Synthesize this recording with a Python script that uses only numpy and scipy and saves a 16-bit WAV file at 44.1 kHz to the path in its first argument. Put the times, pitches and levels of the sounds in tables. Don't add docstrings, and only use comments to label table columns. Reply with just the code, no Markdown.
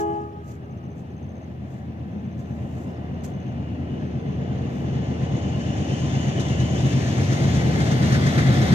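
import sys
import numpy as np
from scipy import signal
from scipy.fft import rfft, irfft
from scipy.io import wavfile
from scipy.ndimage import uniform_filter1d

SR = 44100
rng = np.random.default_rng(int(sys.argv[2]) if len(sys.argv) > 2 else 0)


def file_out(sig):
    cols = np.atleast_2d(sig).T
    lim = np.clip(cols, -1, 1)
    pcm = np.round(lim * 32767).astype(np.int16)
    wavfile.write(sys.argv[1], SR, pcm)


N = 385434
TIME = np.arange(N) / SR
BINS = np.fft.rfftfreq(N, 1 / SR)


def gain_of(db):
    return 10 ** (np.asarray(db) / 20)


def unit_rms(x):
    return x / np.sqrt(np.mean(x ** 2) + 1e-20)


def curve(rows, t=TIME, column=1):
    columns = np.transpose(rows)
    return np.interp(t, columns[0], columns[column])


def at_hz(rows, hz, column=1):
    columns = np.transpose(rows)
    return np.interp(np.log(hz + 1), np.log(columns[0] + 1), columns[column])


def noise(spectrum):
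    eq = gain_of(at_hz(spectrum, BINS)) / np.maximum(BINS / spectrum[-1][0], 1) ** 2
    return unit_rms(irfft(rfft(rng.standard_normal(N)) * eq, N))


def wander(rate_hz):
    return unit_rms(irfft(rfft(rng.standard_normal(N)) * np.exp(-(BINS / rate_hz) ** 2), N))


def swell(at_s, spread_s):
    return np.exp(-((TIME - at_s) / spread_s) ** 2)


def release(t, hold_s, db_per_s):
    return -db_per_s * np.maximum(t - hold_s, 0)


def peaks(rows, hz):
    return sum(height / (1 + (2 * (hz - centre) / width) ** 2) for centre, width, height in rows)


def add(mix, s, sound):
    part = mix[max(round(s * SR), 0):][:len(sound)]
    part += sound[:len(part)]


def air(level_db=-72):
    # f/Hz, level/dB
    spectrum = [(30, 10), (300, 13), (2000, 16), (5000, 5.5), (8000, 3.5), (12500, 6), (15500, 6)]
    return gain_of(level_db) * noise(spectrum)


def brushes(grain_db=3.0, trim_db=1, tail_s=0.017):
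    # t/s, rise/s, level/dB
    strokes = [(.005, 0.014, -48.5), (.03, 0.21, -65.5), (.505, .05, -58.5), (.99, .03, -67),
               (1.74, .072, -67), (2.402, 0.016, -62), (2.56, 0.13, -69), (2.81, 0.12, -63),
               (3.243, 0.0054, -46.5), (3.28, 0.039, -61), (4.77, 0.12, -64)]
    # f/Hz, level/dB
    spectrum = [(2000, -6), (4000, -10), (5500, -7), (6500, 0), (7600, -5), (9200, -18), (12000, -10),
                (15500, -22)]
    envelope = sum(gain_of(db) * swell(s, np.where(TIME < s, rise, np.hypot(rise, tail_s)))
                   for s, rise, db in strokes)
    return envelope * gain_of(trim_db + grain_db * wander(200)) * noise(spectrum)


def glide(length, from_hz, to_hz, db):
    hz = np.linspace(from_hz, to_hz, int(length * SR))
    return gain_of(db) * np.hanning(len(hz)) * np.sin(2 * np.pi * np.cumsum(hz) / SR)


def twitter(note_s=0.035, low_hz=4200, span_hz=2600, count=10):
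    # start/s, end/s, note level/dB
    bouts = [(0.097, .4, -78), (2.75, 3.05, -74)]
    out = np.zeros(N)
    for start, end, db in bouts:
        for when, first, last in rng.random((count, 3)):
            note = glide(note_s, low_hz + first * span_hz, low_hz + last * span_hz, db)
            add(out, start + when * (end - start), note)
    return out


def bird(trill_db=5.0, first_chip_db=-4, stray_hz=20):
    # first chip/s, last chip/s, f/Hz, level/dB
    trills = [(.646, .97, 6190, -68), (1.106, 1.419, 6290, -66.5), (2.119, 2.512, 6190, -68),
              (3.145, 3.469, 6290, -66), (3.938, 4.331, 6200, -68)]
    # t/s, length/s, from/Hz, to/Hz, level/dB
    whistles = [(.12, .045, 5350, 5450, -73), (.135, .046, 4140, 5200, -71), (.168, .028, 7700, 4800, -72),
                (.197, .03, 4900, 6000, -72), (.222, .032, 5800, 4000, -71), (.315, .04, 4000, 6400, -71),
                (2.87, .04, 4500, 6000, -67), (2.925, .032, 4900, 6200, -68), (2.95, .04, 6200, 4200, -68)]
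    chip_gap_s, note_gap_s, note_s, fall_hz = .065, .013, .012, 420
    out = np.zeros(N)
    for first, last, pitch_hz, db in trills:
        chips = np.linspace(first, last, round((last - first) / chip_gap_s) + 1)
        for k, s in enumerate(chips):
            hz = pitch_hz + stray_hz * rng.standard_normal()
            level = db + trill_db + first_chip_db * (k == 0)
            note = glide(note_s, hz + fall_hz / 2, hz - fall_hz / 2, level)
            for repeat in range(2 + (k >= len(chips) / 2)):
                add(out, s + repeat * note_gap_s - note_s / 2, note)
    for s, length, from_hz, to_hz, db in whistles:
        add(out, s, glide(length, from_hz, to_hz, db))
    return (out + twitter()) * gain_of(wander(150))


def generator(pitch_hz=81.76, start_db=-42, db_per_s=1.89, waver_db=2.0):
    level = start_db + db_per_s * TIME + waver_db * wander(5.5)
    return gain_of(level) * np.sin(2 * np.pi * pitch_hz * TIME + 0.32 * wander(2.4))


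def screened(open_s, spread_s, t=TIME):
    return .5 - .5 * np.tanh((t - open_s) / (2 * spread_s))


def bridge_share(t=TIME, first_wheels_s=6.46, fill_s=2.16):
    return np.clip((t - first_wheels_s) / fill_s, 0, 1)


def coaches(start_db=-45.5, db_per_s=1.89, trees_db=3.5, surge_db=3, lurch_db=0.93):
    # f/Hz, level/dB
    spectrum = [(200, -11.5), (350, 2.5), (480, -0.5), (620, -1.5), (790, -2.5), (920, -7.5), (1080, -12.5),
                (1300, -16.5), (2500, -29.5)]
    level = start_db + db_per_s * TIME - trees_db * screened(open_s=4.76, spread_s=0.64)
    surge = surge_db * swell(at_s=3.1, spread_s=0.47)
    return gain_of(level + surge + lurch_db * wander(6.4)) * noise(spectrum)


def ringing(hz, t, far_share=0.35, growth_per_s=0.13, flare=0.31):
    # f/Hz, width/Hz, height/dB
    rings = [(1024, 66, 16.5), (1710, 69, 0), (2050, 88, 3), (3510, 160, 5.5), (6750, 150, 4)]
    nearness = np.minimum(far_share + growth_per_s * t, 1)
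    return peaks(rings, hz) * nearness * np.interp(t, TIME, 1 + flare * wander(9))


def rail_song(hz, t, start_hz=2840, hz_per_s=21, stray_hz=45, width_hz=275, surge_db=1.6):
    # t/s, height/dB
    prominence = [(0, 4), (2.4, 3.5), (3.2, 7), (3.9, 8), (4.2, 6), (5.3, 8), (5.65, 11), (6.1, 7),
                  (6.27, 12), (6.5, 13), (6.8, 10.5), (7.2, 5.5), (8.74, 3)]
    height_db = curve(prominence, t) + surge_db * np.interp(t, TIME, wander(12))
    centre_hz = start_hz + hz_per_s * t + stray_hz * np.interp(t, TIME, wander(9.8))
    return peaks([(centre_hz, width_hz, height_db)], hz)


def shimmer(shape, patchy_db=1.5, modes_db=0.64):
    patches = uniform_filter1d(rng.standard_normal(shape), size=5, axis=0)
    patches = uniform_filter1d(patches, size=16, axis=1)
    modes = uniform_filter1d(rng.standard_normal(shape), size=120, axis=0)
    return patchy_db * unit_rms(patches) + modes_db * unit_rms(modes)


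def wheels(start_db=-55, db_per_s=2.5, trees_db=6.5, swell_db=2.0, deck_db=2.5):
    # f/Hz, level/dB
    bank = [(600, -16.5), (1400, -7), (1850, 0.5), (2350, -1.5), (2800, -3), (3300, -6), (3900, -9),
            (5400, -8.5), (5900, -5), (6750, -6.5), (7000, -13), (9000, -26.5), (12200, -32.5),
            (15500, -61)]
    # f/Hz, level/dB
    bridge = [(600, -29), (1200, 1.5), (1700, -0.5), (2100, 5), (2500, -7), (3300, -3.5), (4500, -7.5),
              (5600, -10.5), (6700, -12), (7200, -18), (9000, -25), (11000, -28.5), (12200, -27.5),
              (15500, -50)]
    open_s, spread_s = 4.95, 0.52
    open_db_per_khz, trees_db_per_khz = 0.37, 3
    hz, t, white = signal.stft(rng.standard_normal(N), SR, nperseg=1024, noverlap=768)
    hz, on_bridge = hz[:, None], bridge_share(t)
    bank_db = at_hz(bank, hz) + ringing(hz, t) + rail_song(hz, t)
    tilt = open_db_per_khz - trees_db_per_khz * screened(open_s, spread_s, t)
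    eq_db = (1 - on_bridge) * bank_db + on_bridge * at_hz(bridge, hz) + tilt * hz / 1000
    low_cut = np.minimum(hz / 600, 1) ** 2
    eq = gain_of(eq_db + shimmer(white.shape)) * low_cut
    eq /= np.sqrt(np.mean(eq ** 2, axis=0))
    roll = signal.istft(white * eq, SR, nperseg=1024, noverlap=768)[1][:N]
    level = start_db + db_per_s * TIME - trees_db * screened(open_s, spread_s)
    level += swell_db * swell(at_s=6.3, spread_s=0.69) + deck_db * bridge_share()
    return gain_of(level) * roll


def joints(clack_db=-10, clank_db=-6.5, rise_s=0.0063, ring_s=0.019):
    # t/s, level/dB, share of clack/0-1
    strikes = [(6.284, -28, 1), (6.401, -20, 1), (6.487, -26, 1), (6.604, -25, 1), (6.861, -24, .9),
               (7.211, -25, .9), (7.328, -19, .95), (7.434, -26, .8), (7.551, -20, .8), (7.803, -20, .1),
               (7.915, -18, .6), (8.028, -20, .1), (8.124, -14.5, .5), (8.147, -13.5, .1), (8.268, -14, .5),
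               (8.382, -12.5, .1), (8.62, -19, .6), (8.728, -15.5, .1)]
    # f/Hz, level/dB
    clack_spectrum = [(400, -16.5), (1200, 3), (2000, -9), (2600, -21), (3500, 3), (4600, -4.5),
                      (6500, 3.5), (7500, -11), (12000, -22), (15500, -41)]
    # f/Hz, level/dB
    clank_spectrum = [(400, -7.5), (1000, 1), (1400, 4), (2000, 4.5), (2600, -7.5), (3500, -7.5),
                      (5000, -7), (6700, -23), (8000, -19.5), (12000, -29), (15500, -43)]
    clack_power, clank_power = np.zeros((2, N))
    for s, db, share in strikes:
        age = np.maximum(TIME - s + rise_s, 0)
        envelope = gain_of(db) * (1 - np.exp(-age / rise_s)) * np.exp(-age / ring_s)
        clack_power += share * envelope ** 2
        clank_power += (1 - share) * envelope ** 2
    clack = gain_of(clack_db) * np.sqrt(clack_power) * noise(clack_spectrum)
    clank = gain_of(clank_db) * np.sqrt(clank_power) * noise(clank_spectrum)
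    return clack + clank


def steel(x):
    # f/Hz, width/Hz, height/dB
    resonances = [(1746, 100, 2), (2340, 200, -1), (4600, 220, -1.5), (5480, 490, -2.5), (6790, 180, 3.5),
                  (6950, 300, -5), (9170, 510, -3), (9950, 500, 3), (11250, 700, -6.5), (11720, 280, 5.5)]
    return irfft(rfft(x) * gain_of(peaks(resonances, BINS)), N)


def horn(trim_db=0.8, hold_s=0.12, release_db_per_s=84, flutter_db=3.5, jitter_rad_per_khz=0.22):
    # f/Hz, left/dB, right/dB
    partials = [(334.5, -32, -33), (415.5, -35.5, -29.5), (669, -43.5, -47), (831, -28.7, -35.5),
                (1003, -66, -58), (1167, -51.5, -59), (1247, -45, -41.5), (1338, -63, -60),
                (1500, -68, -66), (1662, -53.5, -49.5), (2012, -65, -72), (2077, -65, -66),
                (2340, -73, -75), (2492, -69, -72), (2685, -68, -70), (2907, -68, -72), (3017, -61, -67),
                (3350, -72, -80)]
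    # f/Hz, level/dB
    echo_eq = [(334, -5), (415, 0), (669, 5), (831, -14), (1247, 1), (1662, 6), (3000, -3)]
    # f/Hz, level against the horn/dB, release/dB per s
    bank_tail = [(334, -20, 22), (415, -23, 22), (669, -25, 22), (831, -29, 3), (1003, -22, 22),
                 (1167, -17, 22), (1247, -1.5, 21), (1662, -17, 22), (3000, -21, 22)]
    echo_trim_db, echo_pitch_ratio, echo_width_hz = -14.5, 0.968, 6
    build_db, build_s, air_db_per_khz_s, right_lag_s = 7, 0.25, 5, 0.00036
    t = TIME[:SR * 5 // 2]
    drift, shake, blur = wander(10), wander(60), wander(echo_width_hz)
    blast_db = release(t, hold_s, release_db_per_s)
    echo_db = echo_trim_db + release(t, hold_s=0.75, db_per_s=26) - build_db * np.exp(-t / build_s)
    out = np.zeros((2, N))
    for hz, left_db, right_db in partials:
        a, b, c, d, e = rng.integers(0, N - len(t), (5, 1)) + np.arange(len(t))
        khz = hz / 1000
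        direct = gain_of(blast_db + flutter_db * min(khz, 1) * drift[a])
        direct = direct * np.exp(1j * jitter_rad_per_khz * khz * shake[a])
        echo_gain = gain_of(echo_db + at_hz(echo_eq, hz) - air_db_per_khz_s * t * khz)
        echo = echo_gain * (blur[b] + 1j * blur[c]) / 2
        tail_db = at_hz(bank_tail, hz) + release(t, hold_s, at_hz(bank_tail, hz, column=2))
        tail = gain_of(tail_db) * (blur[d] + 1j * blur[e]) / 2
        phase = 2j * np.pi * (hz * t + rng.random())
        partial = (direct + tail) * np.exp(phase) + echo * np.exp(echo_pitch_ratio * phase)
        out[0, :len(t)] += gain_of(left_db) * partial.real
        out[1, :len(t)] += gain_of(right_db) * (partial * np.exp(-2j * np.pi * hz * right_lag_s)).real
    return np.sqrt(2) * gain_of(trim_db) * out


def hollow_roar(width_hz=42):
    # t/s, f/Hz, level/dB
    sweep = [(0, 169, -56.5), (2.4, 199.3, -37.5), (3.0, 220.3, -51), (3.7, 239.6, -38.5),
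             (4.2, 441.3, -42.5), (5.4, 470.4, -45), (8.74, 480, -72)]
    carrier = np.exp(2j * np.pi * np.cumsum(curve(sweep)) / SR)
    band = (carrier * (wander(width_hz) + 1j * wander(width_hz))).real
    return gain_of(curve(sweep, column=2)) * band


def engine_cycles(first_throb_s=.121):
    # t/s, cycle rate/Hz
    speed = [(0, 7.95), (2.3, 7.95), (2.75, 8.2), (3.2, 8.52), (4, 8.55), (5.5, 8.575), (6.5, 8.57),
             (8.74, 8.535)]
    cycles = np.cumsum(curve(speed)) / SR
    return cycles - np.interp(first_throb_s, TIME, cycles)


def exhaust(start_db=-38.5, db_per_s=2.5, waver_db=1.5, uneven_db=.6):
    # multiple of the cycle rate, far level/dB, near level/dB
    orders = [(11, -21, -22), (12, -14.5, -14.5), (13, -20, -20), (14, -14, -12.5), (44 / 3, -24, -14),
              (15, -11, -8), (16, -10.5, -8), (17, -10.5, -13.5), (18, -23, -14), (19, -21, -22),
              (20, -17.5, -22), (21, -12, -13.5), (22, -16.5, -20.5), (23, -15, -19), (24, -15.5, -14.5),
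              (25, -21, -23), (26, -19.5, -23), (27, -18.5, -21), (28, -14, -19), (29, -21, -28),
              (31, -17.5, -26), (33, -19.5, -24.5), (36, -28, -25), (39, -27, -29)]
    notches = [11.5, 13.5, 17.5, 20.5, 27.5, 31.5]
    # f/Hz, level/dB
    roar_spectrum = [(25, -48), (55, -21), (67, -11.5), (85, -5), (110, -1.5), (130, -1), (160, -3.5),
                     (205, -6.5), (285, -6.5), (400, -15), (800, -32), (2000, -41.5)]
    far_s, near_s = 2.7, 7.2
    roar_far_db, roar_near_db, throb_depth = -5, -6, .2
    lag_cycles, lag_from_order, smear_rad = .08, 20, .58
    cycles, tones = engine_cycles(), np.zeros(N)
    near = np.clip((TIME - far_s) / (near_s - far_s), 0, 1)
    sway, fade = wander(1.2), wander(1.63)
    for order, far_db, near_db in orders:
        sway_shift, fade_shift = rng.integers(0, N, 2)
        lag = 2 * np.pi * lag_cycles * max(order - lag_from_order, 0)
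        phase = np.pi * np.searchsorted(notches, order) - lag + smear_rad * np.roll(sway, sway_shift)
        db = far_db + (near_db - far_db) * near + waver_db * np.roll(fade, fade_shift)
        tones += np.sqrt(2) * gain_of(db) * np.cos(2 * np.pi * order * cycles + phase)
    throb = unit_rms(np.exp(throb_depth * np.cos(2 * np.pi * cycles)))
    roar = gain_of(roar_far_db + (roar_near_db - roar_far_db) * near) * noise(roar_spectrum) * throb
    return gain_of(start_db + db_per_s * TIME) * (tones * gain_of(uneven_db * wander(3)) + roar)


def train(rattle):
    return exhaust() + hollow_roar() + generator() + coaches() + steel(rattle * wheels() + joints())


def microphone_ports(direct, diffuse):
    # f/Hz, left minus right/dB, left lead/rad, coherence/0-1
    image = [(96.5, 0.4, 0.18, 1), (222, 1.6, 0.5, 1), (353, 5, -0.47, 0.78), (413, -1.5, -1.6, 0.96),
             (500, -3.5, -1, 0.85), (668, 0, 0.26, 0.66), (879, 10, -2.5, 1), (990, -7.5, -2.5, 0.62),
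             (1140, 0, -2.5, 0.52), (1785, -2.5, -2, 0.76), (2120, 8.5, -2.5, 0.52), (2500, 2.5, -5.5, 0.3),
             (3430, 4.5, -5.5, 0.4), (3770, 11, -7.5, 0), (4130, 1.5, -8, 0.44), (5870, 4, -11, 0.6),
             (7060, 14, -11, 0.3), (7840, 0.5, -13.5, 0.4), (8500, 11, -8.5, 0.1),
             (10300, -15.5, -27.5, 0.05), (12500, -14.5, -6, .1), (15500, -3, -25, .1)]
    side_db, lead, coherence = (at_hz(image, BINS, column) for column in (1, 2, 3))
    direct, diffuse = rfft(direct), rfft(diffuse)
    left = direct * gain_of(side_db)
    right = coherence * np.exp(-1j * lead) * direct + np.sqrt(1 - coherence ** 2) * diffuse
    return irfft(np.array([left, right]) / np.sqrt((1 + gain_of(side_db) ** 2) / 2), N)


def scene(rattle_db=0.69, bird_pan_db=3):
    rattle = gain_of(rattle_db * wander(23))
    direct, diffuse = train(rattle), train(rattle)
    close = np.array([brushes() + air() for _ in range(2)])
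    bird_pan = gain_of([[bird_pan_db], [-bird_pan_db]])
    return microphone_ports(direct, diffuse) + horn() + close + bird() * bird_pan


def record(dry, cutoff_hz=15700):
    low_pass = signal.firwin(511, cutoff_hz, window=("kaiser", 9), fs=SR)
    return signal.oaconvolve(dry, low_pass[None], "same")


dry = scene()
out = record(dry)
file_out(out)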